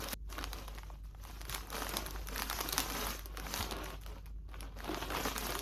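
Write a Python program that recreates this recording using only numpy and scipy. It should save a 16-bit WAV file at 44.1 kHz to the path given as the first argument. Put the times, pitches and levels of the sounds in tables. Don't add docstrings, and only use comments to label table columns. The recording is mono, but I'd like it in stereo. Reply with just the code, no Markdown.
import sys
import numpy as np
from scipy import signal
from scipy.io import wavfile
from scipy.ndimage import uniform_filter1d

SR = 44100
rng = np.random.default_rng(int(sys.argv[2]) if len(sys.argv) > 2 else 0)


def wrap_up_sound(samples):
    columns = np.atleast_2d(samples).T
    tamed = np.clip(columns, -1, 1)
    steps = np.round(tamed * 32767).astype(np.int16)
    wavfile.write(sys.argv[1], SR, steps)


N = 247401
BREAK_S = .141


def gain_of(db):
    return 10 ** (np.asarray(db) / 20)


def evened(x):
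    return x / np.sqrt(np.mean(x ** 2) + 1e-20)


def read(points, hz):
    f, value = np.transpose(points)
    return np.interp(np.log(hz + 1), np.log(f + 1), value)


def add(mix, s, sound):
    part = mix[..., round(s * SR):][..., :sound.shape[-1]]
    part += sound[..., :part.shape[-1]]


def coloured(x, points):
    hz = abs(np.fft.fftfreq(4096, 1 / SR))
    log_gain = np.log(gain_of(read(points, hz)))
    phase = -signal.hilbert(log_gain).imag
    taps = np.fft.ifft(np.exp(log_gain + 1j * phase)).real[:2048]
    return signal.oaconvolve(x, taps)[:N]


def drift(cutoff_hz):
    steps = rng.standard_normal(N // 64 + 2)
    smooth = signal.lfilter(*signal.butter(2, min(cutoff_hz * 128 / SR, .9)), steps)
    return np.interp(np.arange(N) / 64, np.arange(len(steps)), evened(smooth))


def alike(left, other, same):
    return np.array([left, same * left + np.sqrt(1 - same ** 2) * other])


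def hum():
    hum_hz, level_db, third_db = 50.23, -47, -21.0
    t = np.arange(N) / SR
    cycles = hum_hz * t + 0.014 * drift(4.2) + 0.75 * (t < BREAK_S)
    turn = 2 * np.pi * hum_hz * t + 2 * np.pi * (cycles - hum_hz * t)
    wave = np.sin(turn) + gain_of(third_db) * np.sin(3 * turn)
    side_db = np.array([[.45], [-.45]])
    return np.sqrt(2) * gain_of(level_db + 1.8 * drift(6.7) + side_db) * wave


def air():
    # (frequency [Hz], relative level [dB])
    air_spectrum = [(36, -23), (62, -16), (78, 2.5), (101, -31), (146, -18.5), (203, -30), (479, -38),
                    (577, -57), (877, -59), (2870, -77), (6620, -60), (8540, -84), (11000, -64),
                    (16000, -79)]
    # (frequency [Hz], likeness [0 to 1])
    air_same = [(60, 0.94), (130, 0.67), (300, 0.99), (700, 0.076), (16000, 0.022)]
    level_db = -55.5
    frames, hz = N // 512 + 5, np.fft.rfftfreq(2048, 1 / SR)
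    a, b, c, d = rng.standard_normal((frames, 1025, 4)).T
    same = np.clip(read(air_same, hz), -1, 1)[:, None]
    spectra = alike(a + 1j * b, c + 1j * d, same) * gain_of(read(air_spectrum, hz))[:, None]
    noise = signal.istft(spectra, nperseg=2048, noverlap=1536)[1][:, :N]
    return gain_of(level_db) * evened(noise)


def tail():
    # (frequency [Hz], time to fall 60 dB [s])
    room_t60 = [(150, 0.2), (800, 0.061), (3000, 0.16), (12000, 0.087)]
    # (frequency [Hz], likeness [0 to 1])
    room_same = [(100, 0.97), (300, 0.93), (700, 0.062), (3000, 0.062), (8000, 0.84), (14000, 0.99)]
    taps = np.zeros((2, SR // 2))
    at = np.arange(120, SR // 2 - 20, 20)
    at = at + rng.integers(0, 20, (2, len(at)))
    np.put_along_axis(taps, at, rng.choice([-1., 1.], at.shape), 1)
    hz, t, (left, other) = signal.stft(taps, SR, nperseg=512, noverlap=384)
    same = np.clip(read(room_same, hz), -1, 1)[:, None]
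    fall = gain_of(-60 * t / read(room_t60, hz)[:, None])
    fall /= np.linalg.norm(fall, axis=1, keepdims=True)
    echoes = signal.istft(alike(left, other, same) * fall, SR, nperseg=512, noverlap=384)[1]
    return echoes / np.linalg.norm(echoes[0])


def room(x, tails):
    # (frequency [Hz], level [dB])
    room_level = [(150, -6), (700, -3.5), (3000, -0.5), (8000, 0), (14000, -7)]
    turn = 2 * np.pi * 1.7 * np.arange(N) / SR
    x = np.array([coloured(side, room_level) for side in x])
    wet = np.zeros((2, N))
    for k, echoes in enumerate(tails):
        part = x * np.sqrt(2 / 3) * np.cos(turn + k * np.pi / 3)
        wet += signal.fftconvolve(part, echoes, axes=1)[:, :N]
    return wet


def ports(x, scatter):
    # (frequency [Hz], left lead [rad])
    port_phase = [(0, 0), (340, .3), (600, 1.5), (800, -1.1), (1120, 0), (1460, .8), (3000, 1.2),
                  (4600, -1.1), (6200, -1.3), (7300, -3.1), (8700, -3.4), (10700, -6), (12500, -6.4),
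                  (14500, -9.2), (17000, -9.5)]
    # (frequency [Hz], left over right [dB])
    port_tilt = [(60, 1.0), (110, -0.5), (200, -1.5), (380, -0.5), (700, 4.0), (1290, -1.0), (2380, 0.0),
                 (4400, 2.0), (8120, 1.0), (15000, 0.0)]
    # (frequency [Hz], lead [rad])
    port_wander = [(100, .2), (400, .7), (700, 1.6), (1200, .5), (2000, 1.4), (4000, 1.9), (6800, 1.4),
                   (8000, .4), (9800, 1.05), (11500, .15), (12400, .15), (13700, .95), (15000, .15)]
    hz, t, z = signal.stft(x, SR, nperseg=512, noverlap=384)
    wander = rng.standard_normal((len(t), len(hz))).T
    for size, axis in [(24, 0), (24, 0), (4, 1)]:
        wander = uniform_filter1d(wander, size=size, axis=axis)
    mean_lead = np.interp(hz, *np.transpose(port_phase))[:, None]
    lead = mean_lead + scatter * read(port_wander, hz)[:, None] * evened(wander)
    half = gain_of(read(port_tilt, hz)[:, None] / 2) * np.exp(.5j * lead)
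    return signal.istft(z * [half, 1 / half], SR, nperseg=512, noverlap=384)[1][:, :N]


def flops():
    # (time [s], level before the swell and fall [dB], ring [Hz])
    blows = [(1.489, -38, 119), (1.813, -35.5, 287), (1.939, -37, 197), (2.777, -36, 282), (3.6, -28.5, 81),
             (4.892, -30.5, 316), (5.13, -49, 325), (5.251, -34, 287)]
    out, t = np.zeros(N), np.arange(8000) / SR
    for s, db, hz in blows:
        swell = 1 - np.exp(-t / .005)
        fall = gain_of(db + 2 - 900 * t)
        add(out, s, fall * swell * np.sin(2 * np.pi * hz * t))
    return out


def effort(t):
    # (time [s], crumple level [dB], crackle level [dB])
    hands = [(0, -47, -49), (.06, -47.5, -53), (.138, -47.5, -44), (0.145, -100, -100), (.25, -92, -82),
             (.285, -71, -77), (.303, -60, -55.5), (.4, -49.5, -61), (.5, -58, -62), (.6, -52, -58),
             (.66, -61, -67), (.76, -59.5, -64), (.85, -66, -69), (.92, -63, -71), (.99, -73.5, -77),
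             (1.025, -87, -83), (1.045, -74, -68), (1.12, -75, -80), (1.2, -71, -70.5), (1.24, -69, -61),
             (1.3, -57, -61), (1.45, -61, -65), (1.5, -55, -51.5), (1.55, -51.5, -47.5), (1.66, -58.5, -66),
             (1.71, -55, -59), (1.76, -44.5, -47.5), (1.86, -48.5, -50), (1.96, -46.5, -49),
             (2.04, -49.5, -56), (2.12, -55.5, -57.5), (2.28, -57, -62.5), (2.34, -52.5, -52.5),
             (2.4, -49, -47.5), (2.49, -53.5, -51), (2.56, -50.5, -47.5), (2.62, -45, -48),
             (2.72, -52, -49.5), (2.8, -44.5, -42.5), (2.87, -50.5, -50), (2.98, -45.5, -43.5),
             (3.1, -45, -44.5), (3.15, -53.5, -50.5), (3.2, -57.5, -59.5), (3.3, -61.5, -73),
             (3.36, -57.5, -63.5), (3.45, -52.5, -56), (3.58, -46, -42), (3.68, -47.5, -55.5),
             (3.77, -46, -69), (3.87, -50.5, -57.5), (3.93, -51, -59.5), (4.0, -69, -78), (4.02, -72, -61),
             (4.055, -60, -75), (4.07, -54.5, -62.5), (4.19, -63, -74), (4.21, -74, -75), (4.255, -70, -83),
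             (4.27, -68, -69), (4.34, -81.5, -89), (4.48, -79.5, -87), (4.492, -60, -73),
             (4.58, -61.5, -70.5), (4.63, -56.5, -66), (4.72, -62, -86), (4.78, -58, -63),
             (4.87, -47.5, -58), (4.91, -44.5, -58), (5.02, -47, -54), (5.09, -48, -57),
             (5.15, -39.5, -49.5), (5.22, -45.5, -46.5), (5.275, -39.5, -42.5), (5.335, -50.5, -53.5),
             (5.39, -48, -46.5), (5.5, -46, -46), (5.6, -48.5, -52)]
    s, crumple_db, crackle_db = np.transpose(hands)
    return np.interp(t, s, crumple_db), np.interp(t, s, crackle_db)


def grains(per_s, spread_db, clump_db, clump_hz, smooth):
    sizes = gain_of(spread_db * np.minimum(rng.exponential(1, N), 3))
    struck = rng.random(N) < per_s / SR
    buckles = evened(sizes * rng.choice([-1, 1], N) * struck)
    hiss = smooth * rng.standard_normal(N)
    return (buckles + hiss) * gain_of(clump_db * drift(clump_hz))


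def handling():
    # (frequency [Hz], relative level [dB])
    crumple_spectrum = [(60, -18), (120, -6), (285, -1), (600, -3), (1200, -6), (1800, -15.5), (3000, -14),
                        (4500, -21.5), (7000, -36)]
    # (frequency [Hz], relative level [dB])
    crackle_spectrum = [(300, -20.5), (1000, 7.5), (2000, 4), (4000, 1.2), (6000, 4), (8500, 0.5),
                        (11000, -3.5), (13000, 3), (15500, -9.5), (16000, -18)]
    crumple_db, crackle_db = effort(np.arange(N) / SR)
    dull = grains(per_s=700, spread_db=4., clump_db=2.5, clump_hz=35, smooth=.6)
    bright = grains(per_s=1900, spread_db=4.0, clump_db=0.0, clump_hz=74.0, smooth=1.0)
    crumple = evened(coloured(dull, crumple_spectrum))
    crackle = evened(coloured(bright, crackle_spectrum))
    return gain_of(crumple_db) * crumple + gain_of(crackle_db) * crackle


def small_snaps():
    count, pitch_scatter_db = 160, 2.0
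    s, luck = rng.random(count) * N / SR, rng.standard_normal((count, 5))
    crumple_db, crackle_db = effort(s)
    crack_db = crackle_db - 2.5 + luck[:, 0]
    puff_db = crumple_db + 2 + luck[:, 1]
    edge_db = crackle_db - 11 + luck[:, 2]
    crack_hz = 3300 * gain_of(pitch_scatter_db * luck[:, 3])
    puff_hz = 850 * gain_of(pitch_scatter_db * luck[:, 4])
    return np.c_[s, crack_db, crack_hz, puff_db, puff_hz, edge_db]


def burst(chance, hz, spread, t60, flip, order):
    rise_s, fray_db, fray_t60 = .0004, -26, .02
    t = np.arange(len(chance)) / SR
    band = signal.butter(order, np.clip([hz / spread, hz * spread], 50, 16000), "band", fs=SR)
    jolt = flip * (np.arange(len(t)) == round(rise_s * SR))
    fray = gain_of(fray_db - 60 * t / fray_t60) * abs(chance[::-1])
    fall = gain_of(-60 * t / t60) + fray
    rise = np.minimum(t / rise_s, 1) ** 2
    sound = signal.lfilter(*band, (chance + jolt) * rise * fall)
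    return sound / abs(sound).max()


def snaps():
    # (time [s], crack level [dB], crack pitch [Hz],
    # puff level [dB], puff pitch [Hz], sharp edge level [dB])
    big_snaps = [(0.0393, -26.5, 4100, -36, 1130, -43), (0.0427, -28, 3400, -47, 795, -56),
                 (0.0863, -22, 4270, -49, 1330, -37), (0.1181, -36, 4400, -39, 970, -46),
                 (0.1254, -28, 3270, -43, 1010, -54), (0.1316, -16, 4500, -27.5, 1610, -24),
                 (0.1355, -30, 3180, -58, 1510, -46), (0.301, -39, 4900, -46, 1090, -56),
                 (0.326, -33, 3280, -39.5, 1570, -61), (0.336, -44, 5600, -55, 900, -60),
                 (0.352, -42, 3600, -38, 1090, -60), (0.3815, -33.5, 4050, -30.5, 845, -63),
                 (0.389, -32, 3100, -31.5, 1460, -48), (0.4112, -34, 3800, -37, 1160, -58),
                 (0.4252, -39.5, 3400, -49, 1140, -56), (0.4288, -39, 2200, -33, 1180, -56),
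                 (0.4409, -16.5, 3330, -27.5, 1310, -46), (0.5312, -21, 3830, -29.5, 980, -45),
                 (0.5858, -36, 2610, -44, 930, -57), (0.6756, -42, 4100, -64, 1240, -61),
                 (0.6796, -34, 3080, -38, 730, -42), (0.6839, -37, 3600, -42, 790, -62),
                 (0.7497, -39, 4500, -55, 920, -67), (0.7775, -46, 3500, -39, 1200, -67),
                 (0.7844, -35, 2900, -37.5, 1140, -68), (0.7916, -45, 2600, -45, 834, -68),
                 (0.8327, -47, 2600, -40, 1160, -70), (0.8686, -47, 3400, -68, 1030, -65),
                 (0.9005, -55, 3100, -41.5, 730, -69), (0.913, -60, 2600, -61, 950, -70),
                 (0.955, -64, 2500, -53, 790, -70), (1.037, -58, 3500, -62, 1500, -57),
                 (1.054, -60, 4000, -56, 900, -70), (1.111, -55, 3300, -60, 800, -72),
                 (1.199, -60, 2400, -55, 1300, -70), (1.147, -60, 2200, -47.5, 840, -78),
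                 (1.2341, -48, 3000, -56, 1220, -62), (1.2382, -36, 5740, -48, 1000, -53),
                 (1.251, -37, 3100, -40, 816, -45), (1.2727, -44, 4900, -58, 660, -43.5),
                 (1.3114, -39, 4700, -49, 740, -60), (1.4085, -39.5, 4200, -44, 1070, -58),
                 (1.4145, -29, 5540, -39, 1000, -59), (1.4524, -34.5, 3780, -41.5, 900, -61),
                 (1.4579, -50, 2900, -51, 970, -62), (1.4961, -18.5, 4700, -36, 1290, -31),
                 (1.5017, -33, 6400, -40, 1260, -52), (1.526, -25, 3800, -44, 1020, -42),
                 (1.5294, -37, 3300, -38, 1100, -35), (1.5442, -25, 3700, -35, 1350, -36),
                 (1.5477, -18, 6000, -51, 1220, -43), (1.5587, -40, 3700, -32, 1350, -40),
                 (1.5792, -41, 2600, -37.5, 785, -42), (1.6077, -55, 3000, -41, 860, -52),
                 (1.6716, -50, 2600, -40.5, 1050, -42), (1.703, -28, 6000, -51, 770, -49),
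                 (1.7271, -35, 3200, -33.5, 820, -50), (1.7301, -33, 4100, -39, 970, -40),
                 (1.7443, -38, 2600, -38, 1400, -55), (1.7535, -27, 6000, -46, 740, -33),
                 (1.7666, -36, 3700, -31, 1030, -41), (1.7809, -29, 5360, -31.5, 670, -43),
                 (1.8204, -26, 3400, -27, 830, -37), (1.8238, -42, 3400, -28, 875, -57),
                 (1.8313, -28, 6100, -47, 880, -40), (1.8463, -28, 4500, -34, 1310, -42),
                 (1.8674, -38, 5600, -27, 1100, -46), (1.892, -23, 4700, -45, 1090, -36),
                 (1.938, -27, 4300, -30, 760, -58), (1.9432, -35, 5200, -37, 790, -50),
                 (1.9694, -9.5, 4660, -31.5, 1230, -34), (2.0626, -22.5, 4400, -33, 1260, -42),
                 (2.0684, -44, 4600, -48, 1070, -30), (2.1082, -26, 5400, -60, 1060, -40),
                 (2.1598, -53, 2380, -33.5, 1130, -61), (2.2718, -26, 6500, -60, 590, -54),
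                 (2.286, -29, 5470, -33.5, 1440, -56), (2.3596, -27, 2500, -27.5, 1220, -26.5),
                 (2.3645, -43, 3100, -44, 1090, -36), (2.3802, -17, 4300, -36, 1220, -38),
                 (2.391, -47, 4000, -29, 1120, -53), (2.3929, -31, 5500, -37, 1200, -41),
                 (2.3972, -20, 4700, -48, 1080, -40), (2.4207, -16.5, 3470, -24.5, 1250, -27),
                 (2.4262, -35, 4000, -44, 1270, -30), (2.4311, -30, 5500, -41, 1180, -39),
                 (2.4994, -15, 5050, -24, 1140, -35), (2.5109, -53, 3000, -26.5, 1100, -42),
                 (2.529, -19, 5160, -28.5, 935, -25), (2.567, -31, 6200, -45, 1140, -41),
                 (2.5878, -30, 4100, -28, 950, -42), (2.5914, -26, 4670, -35, 1040, -34),
                 (2.6062, -20, 4200, -25.5, 724, -32), (2.6107, -14, 5700, -31, 840, -36),
                 (2.638, -39, 4900, -42, 1120, -48), (2.6597, -40, 5100, -31, 980, -48),
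                 (2.684, -38, 4100, -50, 910, -48), (2.6893, -17, 4940, -36, 1200, -35),
                 (2.694, -47, 3700, -50, 1400, -46), (2.7021, -43, 3000, -40, 770, -46),
                 (2.7256, -15.5, 5640, -50, 1170, -49), (2.7287, -12, 5470, -32.5, 1100, -45),
                 (2.744, -36, 5400, -47, 1250, -39), (2.7638, -37, 5300, -32.5, 920, -52),
                 (2.7803, -5, 3640, -22.5, 1150, -42), (2.7848, -21, 3300, -29, 950, -43),
                 (2.791, -27, 4600, -38, 1010, -33), (2.7943, -18, 3200, -31, 1220, -40),
                 (2.8026, -14.5, 3900, -41, 970, -25.5), (2.8068, -32, 4130, -49, 830, -47),
                 (2.9004, -21, 4600, -34, 1100, -39), (2.9062, -30, 5200, -41, 1430, -41),
                 (2.9214, -22, 5200, -43, 620, -38), (2.9522, -31, 3500, -32.5, 1190, -44),
                 (2.964, -49, 3100, -35, 1090, -49), (3.043, -50, 3500, -35, 990, -45),
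                 (3.055, -40, 3500, -40, 1200, -36), (3.0681, -50, 3720, -31, 764, -27),
                 (3.105, -36, 3500, -35, 990, -29), (3.1929, -35, 3380, -37.5, 1390, -35),
                 (3.2578, -31.5, 6040, -60, 790, -31), (3.2614, -59, 5100, -69, 940, -45),
                 (3.3262, -63, 3320, -63, 910, -57), (3.372, -26, 3800, -35, 1330, -45),
                 (3.376, -45, 2900, -41, 1000, -51), (3.3984, -29, 4140, -32.5, 1180, -48),
                 (3.4662, -52, 3800, -31.5, 990, -40), (3.5399, -20, 3330, -28.5, 1190, -53),
                 (3.5613, -23, 4700, -50, 1340, -40), (3.576, -22.5, 4570, -52, 1170, -46.5),
                 (3.607, -25, 3500, -25, 1240, -42.5), (3.6107, -24, 2690, -35, 1080, -43),
                 (3.6269, -23, 4300, -34, 470, -44), (3.7105, -23.5, 4140, -40, 900, -61),
                 (3.7198, -29, 3520, -33, 880, -58), (3.7239, -28, 2780, -36, 790, -61),
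                 (3.735, -49, 3700, -33, 1050, -68.5), (3.7665, -31.5, 5270, -47, 900, -54),
                 (3.7766, -57, 2600, -46, 590, -66), (3.7859, -33, 4000, -59, 1000, -51),
                 (3.8382, -34, 3600, -45, 880, -43), (3.843, -31, 3800, -40, 694, -37),
                 (3.857, -36, 3400, -36, 1330, -56), (3.8612, -42, 2400, -36, 1400, -60.5),
                 (3.9037, -33, 3200, -35.5, 1350, -48), (3.9865, -65, 2300, -69, 570, -64),
                 (4.0127, -44, 5200, -64, 500, -48), (4.0181, -44, 5800, -71, 520, -60),
                 (4.0354, -37, 4200, -62, 1070, -57), (4.0628, -33, 3970, -43, 900, -59),
                 (4.075, -53, 6000, -69, 900, -58), (4.085, -50, 2900, -62, 1100, -60),
                 (4.158, -57, 3800, -51, 1090, -58), (4.1828, -49, 2380, -70, 710, -77.5),
                 (4.2587, -43, 4060, -59, 1100, -48), (4.2632, -48.5, 3970, -51, 1260, -49),
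                 (4.36, -71, 2200, -72, 800, -77), (4.385, -69, 2000, -62, 950, -77),
                 (4.42, -73, 2300, -77, 900, -78), (4.49, -55, 3500, -62, 860, -59),
                 (4.516, -53, 2400, -55, 1240, -65), (4.533, -57, 2400, -45.5, 1000, -63),
                 (4.5408, -45, 2500, -39.5, 1150, -56), (4.6068, -32, 4870, -61, 860, -40),
                 (4.6286, -39, 3020, -38.5, 1080, -62), (4.7421, -59, 3400, -60, 1260, -71),
                 (4.7881, -37, 3150, -43, 910, -50), (4.804, -38, 3100, -32.5, 1050, -47),
                 (4.844, -30, 3830, -36, 580, -64), (4.8914, -34, 3400, -30.5, 580, -59),
                 (4.9186, -39, 3900, -36, 700, -59), (4.945, -25, 2880, -27, 1150, -50),
                 (4.9664, -53, 2800, -58, 770, -63), (4.9918, -42, 3700, -42, 1220, -49),
                 (5.016, -32, 2900, -35, 1240, -43), (5.0246, -46, 2900, -30, 1340, -44),
                 (5.103, -30, 3050, -32, 1290, -59), (5.1207, -35, 2400, -30.5, 950, -58),
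                 (5.1341, -35, 2700, -33, 1120, -47), (5.1425, -43, 2500, -32, 710, -53),
                 (5.1489, -32, 3000, -24, 840, -47), (5.1692, -33, 2850, -26, 1180, -37),
                 (5.176, -50, 2500, -30, 810, -50), (5.2508, -24.5, 3900, -47, 1140, -47),
                 (5.2538, -41, 3220, -23, 826, -38), (5.2581, -46, 3400, -29, 680, -40),
                 (5.2828, -26.5, 4400, -26.5, 1120, -46), (5.3544, -39, 2300, -36, 1410, -50),
                 (5.3622, -29, 3020, -25, 1220, -46), (5.3798, -13.5, 4280, -30, 1190, -49),
                 (5.41, -55, 4200, -48, 650, -33), (5.4681, -41, 4600, -32, 746, -26.5),
                 (5.4725, -35, 3500, -42, 910, -43), (5.5052, -32, 4700, -42, 890, -31),
                 (5.5218, -25, 3100, -30, 845, -48), (5.5466, -46, 2800, -41, 870, -56),
                 (5.552, -21, 6300, -28, 1130, -38), (5.5556, -40, 4200, -49, 880, -38),
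                 (5.5911, -17.5, 4030, -55, 1100, -41.5)]
    rows = np.r_[small_snaps(), big_snaps]
    side_scatter_db = 2.0
    out, chance = np.zeros((2, N)), rng.standard_normal((len(rows), 3, 1200))
    for (s, crack_db, crack_hz, puff_db, puff_hz, edge_db), (a, b, c) in zip(rows, chance):
        flip = 7 * np.clip(0.5 + (crack_db + 22) / 25, 0, 1)
        crack = gain_of(crack_db) * burst(a, crack_hz, spread=2.1, t60=.005, flip=flip, order=1)
        puff = gain_of(puff_db) * burst(b, puff_hz, spread=1.72, t60=0.014, flip=flip, order=2)
        edge = gain_of(edge_db) * burst(c, 11800, spread=1.25, t60=.005, flip=flip, order=2)
        side = gain_of(np.array([[.5], [-.5]]) * side_scatter_db * c[-1])
        add(out, s, side * (crack + puff + edge))
    return out


def scene():
    near_room_db = -10
    t = np.arange(N) / SR
    rustle = handling() + flops()
    tails = [tail() for k in range(3)]
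    near = snaps() * (abs(t - BREAK_S - .05) > .05)
    bag, first = gain_of(near_room_db) * near + rustle, t < BREAK_S
    wet = np.where(first, room(bag * first, tails), room(bag * ~first, tails))
    around = ports(gain_of(2.5) * (rustle + wet) + air(), scatter=1)
    close = ports(near, scatter=.45)
    return gain_of(1.0) * close + around + hum()


def record(dry):
    low_pass = signal.firwin(511, 16700, window=("kaiser", 9), fs=SR)
    return signal.oaconvolve(dry, low_pass[None], "same")


dry = scene()
out = record(dry)
wrap_up_sound(out)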